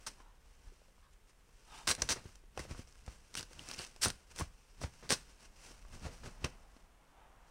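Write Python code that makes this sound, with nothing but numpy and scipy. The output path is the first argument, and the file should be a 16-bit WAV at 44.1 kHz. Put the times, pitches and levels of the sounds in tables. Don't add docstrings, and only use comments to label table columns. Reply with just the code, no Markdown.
import sys
import numpy as np
from scipy import signal
from scipy.fft import rfft, irfft
from scipy.io import wavfile
from scipy.ndimage import uniform_filter1d

SR = 44100
rng = np.random.default_rng(int(sys.argv[2]) if len(sys.argv) > 2 else 0)


def bounce(signal):
    frames = np.transpose(np.atleast_2d(signal))
    limited = np.clip(frames, -1, 1)
    pcm = np.round(limited * 32767).astype(np.int16)
    wavfile.write(sys.argv[1], SR, pcm)


N = 330750
TIME = np.arange(N) / SR

# t/s, attack/s, release start/s, level/dB, rate/(quills/s),
# vane hiss re the clicks/dB, tilt/(dB/octave), shaft resonance f/Hz, its boost/dB
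QUILL_RAKES = [(0.064, 0.004, .010, -39, 750, -2, 0, 5700, 3.5),
               (1.871, 0.0038, 0.045, -31, 237, 0, -0.5, 1540, 2.5),
               (2.089, .001, 0.036, -32.5, 240, 6, -1.25, 6060, 5.5),
               (2.592, .001, 0.0041, -46, 390, 1, 3, 2000, 17),
               (3.362, 0.0063, 0.027, -43, 200, 6, 3.5, 2850, 16.5),
               (3.686, 0.0036, 0.025, -53.5, 142, -8, -8, 2640, 12),
               (3.774, .008, 0.072, -50.5, 210, 3, 0, 2800, 12),
               (4.011, 0.022, 0.047, -30.5, 483, -1.5, 1.5, 4670, 3),
               (4.067, .002, 0.033, -49, 250, 10, -2.5, 1550, -14),
               (4.371, 0.04, 0.036, -44, 247, -22, 4.5, 1090, 9),
               (4.805, .014, 0.028, -50.5, 280, 0, 1, 5700, 3),
               (5.094, 0.012, 0.041, -30, 300, -3, -1, 4070, 0.5),
               (6.4418, 0.001, 0.0024, -37.5, 660, -6, 0.5, 2570, 25)]
# t/s, peak/dB, shaft resonance f/Hz, its boost/dB
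QUILL_SNAPS = [(1.9048, -15, 5000, 0), (1.9136, -18, 4000, 10.5), (1.951, -25, 8000, 2),
               (2.0197, -17.5, 5730, 15.5), (2.022, -13, 6500, 10), (2.09, -19, 4000, 18),
               (2.1183, -26, 6000, 2), (2.356, -42.5, 7600, 5), (2.576, -32, 2500, 17),
               (2.7105, -40.5, 5540, 13), (2.9252, -47, 6030, 6), (3.064, -43, 7700, 8),
               (3.342, -32, 5500, 3), (3.353, -22, 5400, 2.5), (3.375, -24.5, 4060, 12.5),
               (3.3944, -26.5, 5500, 4), (3.409, -32, 3000, 4), (3.4288, -33.5, 5500, -7),
               (3.532, -37.5, 6040, -2), (3.5933, -37, 2960, 26), (3.688, -29.5, 7460, 9),
               (3.7136, -25.5, 2800, -8), (3.737, -34, 5500, 9), (3.791, -28.5, 4500, 15),
               (3.868, -39, 6040, 2), (3.963, -39, 5000, -1), (4.049, -16.5, 5000, -2),
               (4.0834, -23, 9100, 12), (4.1025, -22.5, 4500, 5), (4.362, -32, 5000, -3),
               (4.388, -27, 5700, 4), (4.838, -35.5, 5660, 0), (5.0924, -24, 4450, 6),
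               (5.14, -33, 9000, -2.5), (6.4464, -21, 5900, 9.5)]
# t/s, level/dB, t60/s, knock f/Hz, its boost/dB
WING_SLAPS = [(.067, -51, 0.1, 980, 31), (0.071, -60.5, 0.27, 241, 33), (1.98, -48.5, 0.41, 400, -5),
              (2.022, -31.5, 0.038, 470, 10), (2.161, -45, 0.18, 405, -1), (2.5759, -33, 0.04, 840, 13.5),
              (2.595, -37.5, 0.044, 1220, 8), (2.711, -42.5, 0.074, 206, 9), (2.748, -49, 0.062, 1190, 10),
              (2.792, -39.5, 0.029, 230, 9.5), (3.079, -40, 0.034, 222, 0), (3.797, -38.5, 0.037, 1400, 4),
              (4.059, -26, 0.033, 1320, 13.5), (4.066, -36.5, 0.061, 197, 11),
              (4.399, -36.5, 0.063, 580, -9), (4.410, -30.5, 0.041, 1070, 10),
              (4.816, -38.5, 0.044, 442, 7.5), (4.8373, -35, 0.059, 388, -9), (5.027, -51, 0.27, 700, 0),
              (5.112, -33, 0.079, 342, 24), (6.052, -47.5, 0.25, 500, 13), (6.235, -48, 0.13, 700, -5),
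              (6.26, -48, 0.16, 403, 2), (6.444, -34, 0.11, 1100, 0)]
# t/s, level/dB, knock f/Hz
STAMPS = [(0.203, -50.5, 1030), (.721, -56.5, 400), (0.817, -59, 607), (.884, -62, 553), (.98, -61, 1010),
          (1.491, -61, 1080), (2.255, -47, 347), (2.438, -57.5, 400), (2.652, -46.5, 450),
          (3.512, -51.5, 460), (3.962, -53, 806), (5.709, -52, 290), (5.851, -53.5, 1280),
          (6.765, -52, 198)]
# t/s, air push level/dB, push f/Hz, swish level/dB, rustle level/dB
WING_STROKES = [(0.676, -44.5, 32.6, -67, -74), (1.905, -40, 85.5, -52, -57), (2.03, -39, 52.7, -50, -51),
                (2.115, -44.5, 54, -54.5, -47), (2.258, -43, 88, -60, -64), (2.608, -40, 77, -51, -52.5),
                (2.716, -39.5, 68, -51.5, -57), (2.794, -41, 95, -65, -55.5), (3.085, -40.5, 55, -62, -69),
                (3.391, -59, 102, -53, -47.5), (3.6, -52, 95.5, -54.5, -59.5), (3.785, -48, 90, -61.5, -67),
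                (4.07, -35.5, 89, -46, -47.5), (4.422, -31.5, 84, -53, -59), (4.847, -32, 80.4, -50.5, -57),
                (5.127, -31.5, 183, -52, -55), (5.948, -54, 85.5, -55, -59),
                (6.056, -37, 80.4, -45.5, -55.5), (6.138, -50, 50, -61, -60), (6.263, -42, 70, -51, -58.5),
                (6.445, -33, 76, -50, -62)]
# t/s, level/dB, half length/s
PLUMAGE_BRUSHES = [(0.095, -60.5, 0.022), (.19, -69, 0.025), (0.485, -73, 0.032), (1.135, -71.5, 0.0088),
                   (1.296, -67, 0.012), (1.6, -69.5, .01), (1.784, -57.5, 0.058), (2.284, -64.5, 0.054),
                   (2.65, -61, 0.017), (3.116, -61, 0.027), (3.416, -56, .01), (3.533, -61, 0.036),
                   (3.703, -52, 0.045), (3.821, -54.5, 0.042), (4.32, -58.5, 0.0087), (4.393, -50.5, 0.018),
                   (5.055, -66, 0.045), (5.303, -64.5, .025), (5.43, -60, 0.026), (5.661, -58, 0.052),
                   (6.767, -71, .03), (7.49, -73, 0.018)]
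# t/s, level/dB, half length/s
SNOW_SCRAPES = [(2.94, -71.5, 0.081), (3.72, -53, 0.036), (3.834, -56.5, 0.041), (6.08, -70.5, 0.25)]
# centre t/s, half length/s, level/dB, formant scale/ratio, glide/(octaves/s),
# tilt/(dB/octave)
DRAKE_HISSES = [(0.253, 0.06, -68, 1.1, 1.8, -1), (1.057, 0.03, -71, 1.3, 0.46, 1),
                (1.767, 0.047, -55, 1, -.2, 2), (7.214, 0.054, -66, 1, .3, -0.5)]
# f/Hz, width/Hz, level/dB
THROAT_FORMANTS = [(857, 220, 3), (1246, 160, -2.5), (1610, 110, -7.5), (2500, 500, -13.5),
                   (3000, 180, -12), (3584, 160, -10)]
# delay/s, level/dB
EARLY_ECHOES = [(.0019, -19.5), (.0026, -35), (.0055, -29.5), (0.0096, -30)]
# f/Hz, t60/s
PEN_DECAY = [(100, 0.35), (500, 0.22), (2000, 0.29), (6000, 0.22), (14000, 0.27)]

# t/s, level/dB
JOSTLE_RIDE = [(0, -66), (.3, -83), (.68, -71.5), (1.2, -84), (1.62, -73), (2.48, -86), (2.88, -71),
               (4.2, -69), (4.65, -72.5), (4.95, -65), (5.5, -74), (6.3, -66.5), (6.95, -83.5)]
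RUMBLE_RIDE = [(0, -60.5), (1.1, -65.5), (2.9, -60), (4.65, -69), (6.15, -54), (6.95, -64.5)]
WASH_RIDE = [(0, -73.5), (.9, -82), (5.2, -77), (6.5, -66.5), (6.9, -72.5), (7.25, -67.5)]

# f/Hz, level/dB
QUILL_EQ = [(40, -13), (150, -4), (400, -4.5), (750, -6), (1520, -1), (2220, -3.5), (3300, -3), (4870, 1),
            (6020, 2), (6840, -5), (8830, 0), (11400, -16.5), (15000, -21.5)]
FEATHER_EQ = [(40, -4.5), (200, 5.5), (700, 2), (1500, 2.5), (2100, 0), (2800, 3.5), (3500, -4),
              (5800, 3.5), (6900, -2.5), (9000, -2), (11400, -16), (15000, -20)]
SLAP_EQ = [(30, -9), (120, 8.5), (450, 1), (800, -4), (1400, -5.5), (2200, -8.5), (3000, -14), (6000, -15),
           (15000, -44)]
SWISH_EQ = [(25, -2.5), (90, 11), (200, 3.5), (480, -10), (800, -7.5), (1400, -11.5), (3000, -17.5),
            (6000, -21.5), (15000, -64.5)]
YARD_EQ = [(12, -30), (20, -3), (49, 5.5), (98, -14.5), (284, -25.5), (443, -18), (655, -26), (1020, -25),
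           (3040, -28.5), (4630, -36), (8790, -33), (11300, -39), (14500, -41), (15800, -44)]
RUMBLE_EQ = [(10, -12.5), (28, -2.5), (40, -2), (60, -10.5), (100, -22.5), (200, -25), (800, -59)]
WASH_EQ = [(100, -5), (400, -7), (750, 0), (1200, -4), (1800, -9.5), (3000, -18.5), (6000, -31),
           (15000, -54)]


def rakes(release_s=0.0082, jitter=0.25, spread_db=5, quills=100):
    out, t = np.zeros(N), np.arange(SR // 5) / SR
    for s, attack, release_at, db, rate, hiss_db, tilt_db, hz, boost_db in QUILL_RAKES:
        gaps, sizes = rng.standard_normal((2, quills))
        onsets = (np.cumsum(np.exp(jitter * gaps)) - 1) / rate
        gains = amp(spread_db * np.clip(sizes, -2, 1))
        pitches = np.exp(rng.uniform(np.log(900), np.log(10000), quills))
        clicks = np.zeros(len(t))
        for onset, gain, pitch in zip(onsets, gains, pitches):
            add(clicks, onset, gain * resonance(quill_click(chatter_s=0.0012), pitch, boost_db=7, q=4))
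        envelope = np.clip(t / attack, 0, 1) * np.exp(-np.maximum(t - release_at, 0) / release_s)
        clicks /= np.sqrt(np.average(clicks ** 2, weights=envelope ** 2))
        vanes = amp(hiss_db) * rng.standard_normal(len(t))
        drive = envelope * (clicks + vanes) / np.hypot(1, amp(hiss_db))
        add(out, s, amp(db) * resonance(eq(drive, QUILL_EQ, tilt_db), hz, boost_db, q=9))
    return out


def snaps():
    out, body = np.zeros(N), impulse_response(QUILL_EQ, tilt_db=-0.6)
    for s, db, hz, boost_db in QUILL_SNAPS:
        click = np.convolve(quill_click(chatter_s=0.002), body)
        snap = resonance(click, hz, boost_db, q=10)
        add(out, s, amp(db) * snap / abs(snap).max())
    return out


def quill_click(chatter_s, chatter=0.16, size=400):
    click = chatter * rng.standard_normal(size) * np.exp(-np.arange(size) / SR / chatter_s)
    click[0] += 1
    return click * rng.choice([-1, 1])


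def slaps_and_stamps(attack_s=0.001, contact_s=0.00026, stamp_t60_s=0.039, stamp_boost_db=12.5):
    out, t = np.zeros(N), np.arange(SR // 4) / SR
    stamps = [(s, db, stamp_t60_s, hz, stamp_boost_db) for s, db, hz in STAMPS]
    for s, db, t60, hz, boost_db in WING_SLAPS + stamps:
        envelope = (1 - np.exp(-t / attack_s)) * amp(-60 * t / t60)
        contact = 2 * (1 - t / contact_s) * np.exp(-t / contact_s)
        thud = eq(contact + envelope * rng.standard_normal(len(t)), SLAP_EQ)
        blow = resonance(thud, hz, boost_db, q=4)
        add(out, s, amp(db) * blow * np.linalg.norm(envelope) / np.linalg.norm(blow))
    return out


def flaps(build_cycles=0.2, fade_cycles=0.58, steepen=0.36, slowing=0.068, swish_half_s=0.021):
    out, t = np.zeros(N), np.arange(-SR // 8, SR // 8) / SR
    for s, push_db, hz, swish_db, _ in WING_STROKES:
        cycles = hz * t
        phase = 2 * np.pi * cycles / (1 + slowing * abs(cycles))
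        width = np.where(t < 0, build_cycles, fade_cycles)
        push = np.sin(phase + steepen * np.sin(phase)) / np.cosh(np.clip(cycles / width, -20, 20))
        swish = eq(rng.standard_normal(len(t)), SWISH_EQ) / np.cosh(t / swish_half_s)
        add(out, s + t[0], amp(push_db) * push + amp(swish_db) * swish)
    return out


def rustle(grains_per_s=700, spread_db=4, flutter_db=1.64, flicks_per_s=14):
    grains = (rng.random(N) < grains_per_s / SR) * amp(spread_db * np.minimum(rng.exponential(1, N), 4))
    grains *= rng.choice([-1, 1], N)
    flutter = amp(flutter_db * wobble(N, 500))
    flicks = (rng.random(N) < flicks_per_s / SR) * rng.choice([-1, 1], N)
    texture = rng.standard_normal(N) + 0.41 * unit(grains) + 0.13 * unit(flicks)
    return eq(unit(flutter * texture) * rubbing(), FEATHER_EQ)


def rubbing(stroke_half_s=0.021, settle_db=-15.5, settle_s=0.034):
    strokes = [amp(db) * swell(s, stroke_half_s) for s, *_, db in WING_STROKES]
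    brushes = [amp(db) * swell(s, half) for s, db, half in PLUMAGE_BRUSHES]
    settling = []
    for s, _, release_at, db, *_ in QUILL_RAKES:
        age = TIME - s - release_at
        settling.append(amp(db + settle_db) * (age > 0) * np.exp(-abs(age) / settle_s))
    return power_sum(strokes + brushes + settling + [ride(JOSTLE_RIDE)])


def snow_crunch(grains_per_s=260, spread_db=5, bands=12, treading_db=-85.5):
    grains, per_band = np.zeros(N), int(grains_per_s * N / SR / bands)
    for hz in np.geomspace(1100, 9000, bands):
        ticks = np.zeros(N)
        gains = amp(spread_db * np.minimum(rng.exponential(1, per_band), 3))
        ticks[rng.integers(N, size=per_band)] = gains
        grains += resonance(ticks, hz, boost_db=10, q=5)
    scrapes = [amp(db) * swell(s, half) for s, db, half in SNOW_SCRAPES]
    return power_sum([amp(treading_db)] + scrapes) * unit(eq(grains, FEATHER_EQ))


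def hisses(rasp_db=0.5, wander=0.0349):
    out, t = np.zeros(N), np.arange(-SR // 4, SR // 4) / SR
    for s, half, db, scale, glide, tilt_db in DRAKE_HISSES:
        rasp = amp(rasp_db * wobble(len(t), 256))
        slide = scale * 2 ** (glide * t) * (1 + wander * wobble(len(t), 1024))
        breath = np.zeros(len(t))
        for hz, width, formant_db in THROAT_FORMANTS:
            lowpass = signal.butter(2, width / 2, fs=SR, output="sos")
            turbulence = signal.sosfilt(lowpass, rng.standard_normal((len(t), 2)) @ [1, 1j])
            carrier = np.exp(2j * np.pi * np.cumsum(hz * slide) / SR)
            breath += amp(formant_db + tilt_db * np.log2(hz / 1000)) * (turbulence * carrier).real
        envelope = np.exp(-(t / half) ** 2 / 2)
        add(out, s + t[0], amp(db) * unit(breath * rasp) * envelope)
    return out


def early_echoes(x):
    out = x.copy()
    for delay, db in EARLY_ECHOES:
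        add(out, delay, amp(db) * x)
    return out


def pen_reverb(x, wet_db=-17, predelay_s=0.0028, echoes_per_s=4000):
    taps = rng.standard_normal(SR // 2) * (rng.random(SR // 2) < echoes_per_s / SR)
    hz, t, spectrum = signal.stft(taps, SR, nperseg=256)
    decay = amp(-60 * t / lookup(PEN_DECAY, hz)[:, None])
    tail = signal.istft(spectrum * decay, SR, nperseg=256)[1]
    tail *= np.clip(np.arange(len(tail)) / SR / predelay_s - 1, 0, 1)
    return x + amp(wet_db) * signal.fftconvolve(x, tail / np.linalg.norm(tail))[:N]


def yard(air_db=-72, low_cut_hz=90, eddy_db=-23.5, eddy_half_s=0.08):
    low_cut = signal.butter(2, low_cut_hz, "high", fs=SR, output="sos")
    air = amp(air_db) * unit(signal.sosfilt(low_cut, noise(YARD_EQ)))
    eddies = [amp(db + eddy_db) * swell(s, eddy_half_s) for s, db, *_ in WING_STROKES]
    return air + power_sum([ride(RUMBLE_RIDE)] + eddies) * noise(RUMBLE_EQ)


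def distant_wash():
    return ride(WASH_RIDE) * noise(WASH_EQ)


def amp(db):
    return 10 ** (np.asarray(db) / 20)


def unit(x):
    return x / np.sqrt(np.mean(x ** 2) + 1e-20)


def ride(rows):
    return amp(np.interp(TIME, *np.transpose(rows)))


def swell(s, half):
    return 1 / np.cosh(np.clip((TIME - s) / half, -30, 30))


def wobble(size, smoothing):
    return unit(uniform_filter1d(rng.standard_normal(size), smoothing))


def power_sum(gains):
    return np.sqrt(sum(gain ** 2 for gain in gains))


def add(mix, s, sound):
    part = mix[max(round(s * SR), 0):][:len(sound)]
    part += sound[:len(part)]


def lookup(points, hz):
    f, value = np.transpose(points)
    return np.interp(np.log(hz + 1), np.log(f), value)


def impulse_response(points, tilt_db, size=2048):
    hz = np.fft.rfftfreq(size, 1 / SR)
    log_gain = np.log(amp(lookup(points, hz) + tilt_db * np.log2(np.maximum(hz, 500))))
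    mirrored = np.r_[log_gain, log_gain[-2:0:-1]]
    response = np.fft.ifft(np.exp(np.conj(signal.hilbert(mirrored)))).real[:size // 2]
    return response / np.linalg.norm(response)


def eq(x, points, tilt_db=0):
    return signal.oaconvolve(x, impulse_response(points, tilt_db))[:len(x)]


def resonance(x, hz, boost_db, q):
    b, a = signal.iirpeak(hz, q, fs=SR)
    out = x + (amp(boost_db) - 1) * signal.lfilter(b, a, x)
    return out * np.linalg.norm(x) / np.linalg.norm(out)


def noise(points):
    gain = amp(lookup(points, np.fft.rfftfreq(N, 1 / SR)))
    return unit(irfft(rfft(rng.standard_normal(N)) * gain, N))


def scene():
    birds = rakes() + snaps() + slaps_and_stamps() + rustle() + snow_crunch() + hisses()
    fight = pen_reverb(early_echoes(birds) + flaps())
    return (fight + yard() + distant_wash())[None]


def record(dry, high_cut_hz=15850):
    high_cut = signal.firwin(511, high_cut_hz, window=("kaiser", 9), fs=SR)
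    return signal.oaconvolve(dry, high_cut[None], "same")


dry = scene()
out = record(dry)
bounce(out)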